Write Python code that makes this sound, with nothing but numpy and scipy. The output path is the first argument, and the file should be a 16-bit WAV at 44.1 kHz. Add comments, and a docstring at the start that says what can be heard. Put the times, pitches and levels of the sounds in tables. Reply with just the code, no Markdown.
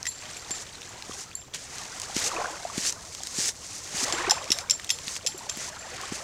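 """Footsteps on a frozen beach: each heel thuds on impact, then frosty sand crunches and crumbs of ice
snap by brittle fracture under the sole. Gear on the hiker's pack clacks with the stride and a small
metal ring tinkles, both in damped free vibration. Wavelets spill on the shore in resonating bubbles,
over the faint rumble of open air."""
import sys
import numpy as np
from scipy import signal
from scipy.fft import rfft, irfft, next_fast_len
from scipy.io import wavfile

SR = 44100
rng = np.random.default_rng(int(sys.argv[2]) if len(sys.argv) > 2 else 0)


def log_audio(samples):
    """Write samples as a 16-bit WAV file to the path given in sys.argv[1]."""
    # one column per channel
    frames = np.atleast_2d(samples).T
    # limit to full scale, then quantise
    limited = np.clip(frames, -1, 1)
    pcm = np.round(limited * 32767).astype(np.int16)
    wavfile.write(sys.argv[1], SR, pcm)


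N = 274919

# Footfalls. Each row: heel strike in seconds, thud level in dB, thud pitch in Hz, roll of the sole in
# seconds, then in dB: crunch level, its growth over the roll, its grit balance, level of the rustle
# before the step, its grit balance, and its offset during the lull.
FOOTFALLS = [(0.505, -35, 297, 0.12, -41, 16, -9, -49, -0.5, -5),
             (1.092, -33.5, 364, 0.14, -42.5, 5, -9.5, -52.5, 1.5, 0.5),
             (1.54, -45, 300, 0.012, -39, 2.5, 3, -62, 1.5, 6),
             (2.162, -24, 254, .119, -32.5, 3.5, -2.5, -47, -1.5, -1),
             (2.776, -23.5, 228, 0.12, -30, 9, -8.5, -46.5, -1.5, 2),
             (3.383, -28.5, 241, 0.11, -31.5, 1, -5.5, -47, -4.5, -3.5),
             (3.943, -34, 201, 0.1, -30, 10, -7.5, -43.5, -6.5, -6.5),
             (4.501, -26.5, 276, 0.11, -46, 18, -3, -47.5, 0.5, 6.5),
             (5.073, -40.5, 218, .097, -38.5, 2, -5.5, -51, 0, -2),
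             (5.57, -35, 270, 0.12, -40, 4, -2, -49.5, -0.5, -2.5),
             (6.119, -25, 290, 0.036, -37.5, 9, -6, -48, 0.5, -4)]
# Spectrum of coarse grit, and of foam. Each row: frequency in Hz, spectral level in dB.
GRIT_SPECTRUM = [(150, -6), (400, -1), (1200, -7.5), (1900, 3), (3000, -0.5), (4500, -3), (7000, -14.5),
                 (14000, -72)]


def heels():
    """Impact: each heel gives the hard ground one short, dull push, and the ground shudders briefly."""
    out, t = np.zeros(N), np.arange(SR // 10) / SR
    for s, db, hz, *_ in FOOTFALLS:
        cycles = hz * (t - .005)
        push = -np.sin(2 * np.pi * cycles) * np.exp(-(cycles / .58) ** 2)
        shudder = burst(t, 90, 460, t60=.033)
        add(out, s, amp(db + 1.5) * (crest(push) + .31 * shudder))
    return out


def tread():
    """Loading sets the gains of frost and grit: the leg rustles in, the sole presses, then lifts."""
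    pause_s, swing_s, lift_s = .081, .17, .011  # lull, change to the next rustle, release time constant
    contact_db, push_curve = 3, 1.09  # jump as the heel lands; how late in the roll the push comes
    t = np.arange(N) / SR
    frost_power, grit_power, lifted = np.zeros(N), np.zeros(N), 0
    for s, _, _, roll_s, db, growth_db, grit_db, rustle_db, rustle_grit_db, lull_db in FOOTFALLS:
        weight_db = growth_db * (np.clip((t - s) / roll_s, 0, 1) ** push_curve - 1)
        press = amp(db + weight_db - contact_db * (t < s)) * swell(s, roll_s, .52 * roll_s, lift_s)
        swing = np.clip((t - lifted - pause_s) / swing_s, 0, 1)
        stride = swell(lifted, s + roll_s - lifted, lift_s, lift_s)
        rustle = amp(rustle_db + lull_db * (1 - swing)) * stride
        frost_power += press ** 2 + rustle ** 2
        # the heel grinds coarsely, the toe only scrapes the frost
        grit_power += (amp(grit_db - 2.5 - weight_db) * press) ** 2 + (amp(rustle_grit_db) * rustle) ** 2
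        lifted = s + roll_s
    onward = amp(-46) * swell(lifted, N / SR, lift_s, lift_s)  # the walk goes on
    return np.sqrt(frost_power + onward ** 2), np.sqrt(grit_power + onward ** 2)


def crunch(frost, grit):
    """Brittle fracture: frozen sand breaks in clumps, a bright frosty hiss over a lower grit."""
    # Breaking frost. Each row: frequency in Hz, spectral level in dB.
    frost_spectrum = [(1500, -56), (3000, -14), (4500, -4), (6300, 1.5), (7500, -1.5), (9000, -8.5),
                      (11000, -17.5), (13000, -25), (16000, -35)]
    clumps_db = 1.7 * wobble(110) + wobble(28)
    hiss = amp(3.5) * frost * coloured(sand(), frost_spectrum)
    grind = grit * coloured(sand(), GRIT_SPECTRUM)
    return amp(clumps_db) * (hiss + grind)


def sand():
    """Granular noise: friction between grains, dense tiny fractures and a few coarser ones."""
    rubbing = .6 * rng.standard_normal(N)
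    return rubbing + fractures(rate=6500, spread_db=3.4) + .55 * fractures(rate=230, spread_db=2.8)


def fractures(rate, spread_db):
    """A Poisson process of tiny breaks, rate a second: many small, a few large."""
    size = amp(spread_db * np.minimum(rng.standard_normal(N), 2.5))
    return unit((rng.random(N) < rate / SR) * size * rng.choice([-1, 1], N))


def snaps(frost):
    """Sudden release of stress: each ice crumb cracks with a tick, a ping and a trace of crumbling."""
    # The larger crumbs. Each row: start in seconds, level in dB, pitch in Hz.
    large_crumbs = [(0.0293, -19.5, 6010), (0.5081, -17, 7700), (0.818, -26.5, 3180), (1.0238, -24, 4200),
                    (1.5457, -19, 6450), (1.7836, -22.5, 6100), (1.9994, -19, 7200), (2.0175, -20, 6630),
                    (2.166, -14, 5700), (2.7793, -15.5, 6070), (2.925, -19.5, 6260), (3.1493, -20, 6300),
                    (3.2345, -20.5, 6620), (3.271, -18.5, 5740), (3.8442, -28.5, 5800), (4.125, -13, 5400),
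                    (4.4427, -22, 5600), (4.587, -14, 5400), (4.797, -22.5, 2820), (4.8453, -20.5, 6130),
                    (4.9875, -22.5, 3550), (5.081, -16, 3800), (5.1642, -20, 2620), (5.5725, -21.5, 7500),
                    (6.0137, -20.5, 6800)]
    crumbs = [(s, amp(db), hz) for s, db, hz in large_crumbs]
    # small crumbs break most often where the sole presses hardest
    load = np.cumsum(frost ** 1.3)
    moments = np.searchsorted(load, rng.random(60) * load[-1])
    for at, (size, pitch) in zip(moments, scatter((60, 2), limit=2)):
        crumbs.append((at / SR, frost[at] * amp(10 + 2.5 * size), 6300 * np.exp(.15 * pitch)))
    out, t = np.zeros(N), np.arange(SR // 30) / SR
    for s, gain, hz in crumbs:
        tick = burst(t, .65 * hz, 1.26 * hz, t60=.0045)
        ping = np.sin(2 * np.pi * hz * t) * amp(-60 * t / .008)
        crumbling = burst(t, 1260, 7950, t60=.018)
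        add(out, s, gain * (.97 * tick + .45 * ping + .41 * crumbling))
    return out


def pebbles(grit):
    """Collisions ring small stones, each at its natural frequency, harder when the sole grinds."""
    out, t = np.zeros(N), np.arange(SR // 60) / SR
    for when, (pitch, size) in zip(rng.random(380), scatter((380, 2), limit=1.8)):
        hz = 4600 * np.exp(.33 * pitch)
        ring = np.sin(2 * np.pi * hz * t) * (1 - np.exp(-t / .00015)) * amp(-60 * t / .008)
        add(out, when * N / SR, amp(4 * size) * ring)
    return out * grit ** .7


def clacks():
    """Elastic collision: swinging gear touches lightly, strikes in full and rebounds once."""
    # Blows of the gear. Each row: time in seconds, level in dB, hollow and bright balances in dB,
    # lead of the first touch in seconds, its relative level in dB.
    blows = [(0.0673, -11.5, -14.5, -11, 0.013, -5), (0.5087, -20, -22, -9, .0134, -12),
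             (4.3086, -0.5, -39, -1, .012, -5), (4.5181, 0, -42, -8.5, 0.014, -8),
             (4.7087, -3, -26, 9, 0.011, -4), (4.903, -2.5, -35, -15, .010, -7),
             (5.2711, -7.5, -40.5, -11, 0.0071, -1), (5.4958, -11.5, -35, -15, 0.0043, -9)]
    rebound_s, rebound_db = .006, -11
    out, t = np.zeros(N), np.arange(SR // 6) / SR
    for s, db, hollow_db, bright_db, lead_s, touch_db in blows:
        for delay_s, contact_db in [(-lead_s, touch_db), (0, 0), (rebound_s, rebound_db)]:
            add(out, s + delay_s, amp(db + contact_db - 5) * knock(t, hollow_db, bright_db))
    return out


def knock(t, hollow_db, bright_db):
    """Modal excitation: hard gear cracks and rings, the balance set by where the blow lands."""
    # Modes of the gear. Each row: frequency in Hz, level in dB, 60 dB decay time in seconds.
    gear_modes = [(1900, 0, 0.023), (2640, -6.5, 0.02), (3276, -15.5, 0.078), (3720, -9.5, 0.031),
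                  (5100, -8, 0.046), (5294, 12, 0.021), (5300, -35, 0.16), (5414, 6, 0.032),
                  (5972, 6.5, 0.028), (6470, 4.5, 0.0068), (6900, -22, 0.006)]
    body = np.zeros(len(t))
    for hz, level, t60 in gear_modes:
        balance_db = (hz < 2100) * (hollow_db + 22) + (5000 < hz < 6000) * (bright_db + 2.5)
        cycles = hz * rng.normal(1, .02) * t + rng.random()
        strength_db = level + balance_db + rng.normal(0, .91)
        body += amp(strength_db - 60 * t / t60) * np.sin(2 * np.pi * cycles)
    body = crest(body * (1 - np.exp(-t / .0003)))
    crack = .62 * burst(t, 2580, 7340, t60=.032) + .051 * burst(t, 7000, 13500, t60=.026)
    return .84 * body + crack


def tinks():
    """Free vibration: the struck metal ring sings, its modes fluttering as it jiggles on the strap."""
    # Blows on the ring. Each row: start in seconds, level in dB, offset of the modes above 9 kHz in dB,
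    # factor on the decay times.
    blows = [(0.0732, -30, -11, 1.2), (0.0871, -24.5, -13.5, 1.2), (0.3676, -38.5, -5, .7),
             (0.5141, -26.5, -23, 0.82), (0.8914, -39.5, -11, 0.64), (1.3523, -27.5, -6, 0.6),
             (4.127, -26, -16, .7), (4.3096, -22.5, -22, 1.1), (4.5235, -29, -9, 1.1),
             (4.708, -17.5, -19, 0.6), (4.9093, -20.5, -10, 0.69), (5.2705, -23.5, -10, 1),
             (5.3782, -34.5, 2, 0.31), (5.497, -31.5, -17, 1.5), (5.7907, -40, -15, 2)]
    # Modes of the ring. Each row: frequency in Hz, level in dB, nominal 60 dB decay time in seconds.
    ring_modes = [(4120, -20, .17), (4500, -18, .24), (7280, -5, .07), (7345, -1, .09), (7335, -10, .38),
                  (10200, -4.5, .14), (12520, -13, .16)]
    out, t = np.zeros(N), np.arange(SR // 3) / SR
    for s, db, upper_db, length in blows:
        ring = np.zeros(len(t))
        for hz, level, t60 in ring_modes:
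            flutter_db = 3.5 * wobble(110, size=len(t))
            drift = .11 * hz / 7300 * wobble(130, size=len(t))
            pitch_hz = hz * rng.normal(1, .0035)
            strength_db = level + rng.normal(0, .74) + (hz > 9000) * upper_db
            envelope = amp(strength_db + flutter_db - 60 * t / (length * t60))
            ring += envelope * np.sin(2 * np.pi * (pitch_hz * t + drift))
        add(out, s, amp(db - .5) * ring * (1 - np.exp(-t / .000089)))
    return out


def wavelets():
    """Air entrainment: each wavelet builds, spills and drains, with bubbles, a soft wash and foam."""
    # Wavelets. Each row: breaking time in seconds, length of the spill in seconds, level in dB,
    # relative foam level in dB, typical bubble pitch in Hz.
    breakers = [(0.27, 0.03, -50.5, 3, 952), (1.83, 0.11, -52, -5.5, 994), (2.366, 0.079, -40, -5.5, 853.5),
                (4.13, 0.15, -37, -1, 947), (6.0, 0.051, -50, 7, 1007)]
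    # Gentle lapping between them. Each row: time in seconds, level in dB.
    lapping = [(0.0, -51), (0.2, -67), (0.5, -49.5), (0.7, -55), (1.2, -52), (1.44, -60), (1.8, -51.5),
               (2.85, -50.5), (3.1, -53.5), (3.8, -57.5), (4.62, -48.5), (4.85, -54.5), (5.45, -51.5),
               (6.23, -47.5)]
    # The wash. Each row: frequency in Hz, spectral level in dB.
    wash_spectrum = [(120, -3.5), (330, -8.5), (800, -4), (1300, 0), (2000, -7.5), (4000, -45), (9000, -60)]
    spill, froth = np.zeros(N), np.zeros(N)
    for s, length, db, foam_db, _ in breakers:
        flow = amp(db) * swell(s, length, rise_s=.13, fall_s=.11)
        spill += flow
        froth += amp(foam_db) * flow
    flow_db = 20 * np.log10(np.hypot(spill, amp(curves(lapping)[0]))) + wobble(14)
    bubbling_db = flow_db + .21 * (flow_db + 52.5) + 2  # a breaking wave traps more air than a lull
    bubbling = amp(bubbling_db) * swarm(typical_hz=curves(breakers)[-1])
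    wash = amp(flow_db - 5) * coloured(rng.standard_normal(N), wash_spectrum)
    foam = froth * coloured(sand(), GRIT_SPECTRUM)
    return bubbling + wash + foam


def swarm(typical_hz):
    """Superposition of many bubbles, at rms 1: low-pitched ones ring longer but start softer."""
    faint_below_hz = 457
    out, t = np.zeros(N), np.arange(SR // 24) / SR
    for when, (pitch, size, life) in zip(rng.random(3600), scatter((3600, 3), limit=2.1)):
        hz = typical_hz[int(when * N)] * np.exp(.5 * pitch)
        strength = amp(4.5 * size + .8 * pitch) / np.hypot(1, (faint_below_hz / hz) ** 2)
        add(out, when * N / SR, strength * bubble(t, hz, cycles=13 * np.exp(.37 * life), rise=.17))
    return unit(out)


def plops():
    """Single large bubbles resonate briefly at a nearly steady pitch."""
    # Large bubbles. Each row: start in seconds, peak level in dB, pitch in Hz.
    large_bubbles = [(1.111, -35, 1150), (2.097, -31.5, 790), (2.316, -23, 1135), (2.373, -24.5, 1090),
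                     (2.383, -27, 454), (2.415, -23.5, 840), (2.457, -21.5, 1520), (2.651, -22, 692),
                     (2.699, -29, 1150), (3.204, -35.5, 783), (4.025, -32.5, 260), (4.134, -29, 340),
                     (4.214, -31, 536), (4.276, -24.5, 374), (4.318, -16.5, 830), (4.372, -25, 1010),
                     (5.249, -34, 510), (5.344, -35.5, 370), (5.409, -38, 920), (5.467, -35, 850),
                     (6.034, -28.5, 1135)]
    out, t = np.zeros(N), np.arange(SR // 24) / SR
    for s, db, hz in large_bubbles:
        add(out, s, amp(db) * crest(bubble(t, hz, cycles=7.2, rise=.016)))
    return out


def bubble(t, hz, cycles, rise):
    """Damped resonance: a bubble rings for some cycles, rising in pitch as it nears the surface."""
    age = t * hz / cycles
    glide = 1 + rise * np.minimum(age, 2) / 2
    return np.sin(2 * np.pi * hz * t * glide) * (1 - np.exp(-5 * age)) * np.exp(-3 * age)


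def shore(x):
    """Scattering from ground and rocks gives a short reverberant tail."""
    # Decay of the tail. Each row: frequency in Hz, reverberation time in seconds.
    decay_times = [(200, 0.036), (2000, 0.14), (6000, 0.24), (14000, 0.39)]
    hz, t, noise = signal.stft(rng.standard_normal(SR // 2), SR, nperseg=256)
    decay = amp(-60 * t / along(decay_times, hz)[:, None])
    tail = signal.istft(noise * decay, SR, nperseg=256)[1]
    return signal.fftconvolve(x, tail / np.linalg.norm(tail))[:N]


def air():
    """Stationary ambient noise: the hush and rumble of the open bay."""
    # Open air. Each row: frequency in Hz, spectral level in dB.
    air_spectrum = [(12, -39), (20, -1), (86, 12.5), (210, 4.5), (310, 2), (542, -2), (1440, -50),
                    (2020, -26), (2990, -11), (7110, -29), (11400, -26), (15000, -20), (16000, -33)]
    return amp(-53.5) * coloured(rng.standard_normal(N), air_spectrum)


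def amp(db):
    """Decibels to gain."""
    return 10 ** (np.asarray(db) / 20)


def unit(x):
    """Scale to rms 1."""
    return x / np.sqrt(np.mean(x ** 2) + 1e-20)


def crest(x):
    """Scale to peak 1."""
    return x / np.abs(x).max()


def along(points, hz):
    """Interpolate (Hz, value) points on a log frequency axis."""
    f, v = np.transpose(points)
    return np.interp(np.log(hz + 1), np.log(f), v)


def curves(rows):
    """Interpolate each column after the time to one value per sample."""
    s, *cols = np.transpose(rows)
    return [np.interp(np.arange(N) / SR, s, c) for c in cols]


def scatter(shape, limit):
    """Gaussian draws, clipped at limit standard deviations."""
    return np.clip(rng.standard_normal(shape), -limit, limit)


def wobble(rate, size=N):
    """Random modulation, rate knots a second."""
    knots = rng.standard_normal(2048)
    return np.interp(np.arange(size) * rate / SR, np.arange(len(knots)), knots)


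def swell(start, length, rise_s, fall_s):
    """Exponential growth until start, a hold for length seconds, then exponential decay."""
    t = np.arange(N) / SR - start
    return np.exp(np.minimum(t, 0) / rise_s - np.maximum(t - length, 0) / fall_s)


def filtered(x, response):
    """Linear filtering: the spectrum of x times a frequency response."""
    m = next_fast_len(len(x) + 8192)
    return irfft(rfft(x, m) * response(np.fft.rfftfreq(m, 1 / SR)), m)[:len(x)]


def coloured(x, spectrum):
    """Spectral shaping of x, at rms 1."""
    return unit(filtered(x, lambda hz: amp(along(spectrum, hz))))


def burst(t, low_hz, high_hz, t60):
    """Exponentially decaying noise within a band, peak 1."""
    band = signal.butter(2, [low_hz, min(high_hz, .45 * SR)], "band", fs=SR, output="sos")
    return crest(signal.sosfilt(band, rng.standard_normal(len(t)) * amp(-60 * t / t60)))


def add(track, s, sound):
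    """Superpose a sound on the track at s seconds."""
    start = max(round(s * SR), 0)
    part = track[start:start + len(sound)]
    part += sound[:len(part)]


def scene():
    """Superposition: steps and gear close by, water and air around them."""
    frost, grit = tread()
    hits = heels() + snaps(frost) + clacks() + tinks()
    tail = amp(-12) * shore(hits)
    underfoot = crunch(frost, grit) + pebbles(grit)
    return (hits + tail + underfoot + wavelets() + plops() + air())[None]


def record(dry):
    """Band limiting: an ideal low-pass filter removes the highest treble."""
    top_hz = 16100
    return filtered(dry[0], lambda hz: hz < top_hz)[None]


dry = scene()
out = record(dry)
log_audio(out)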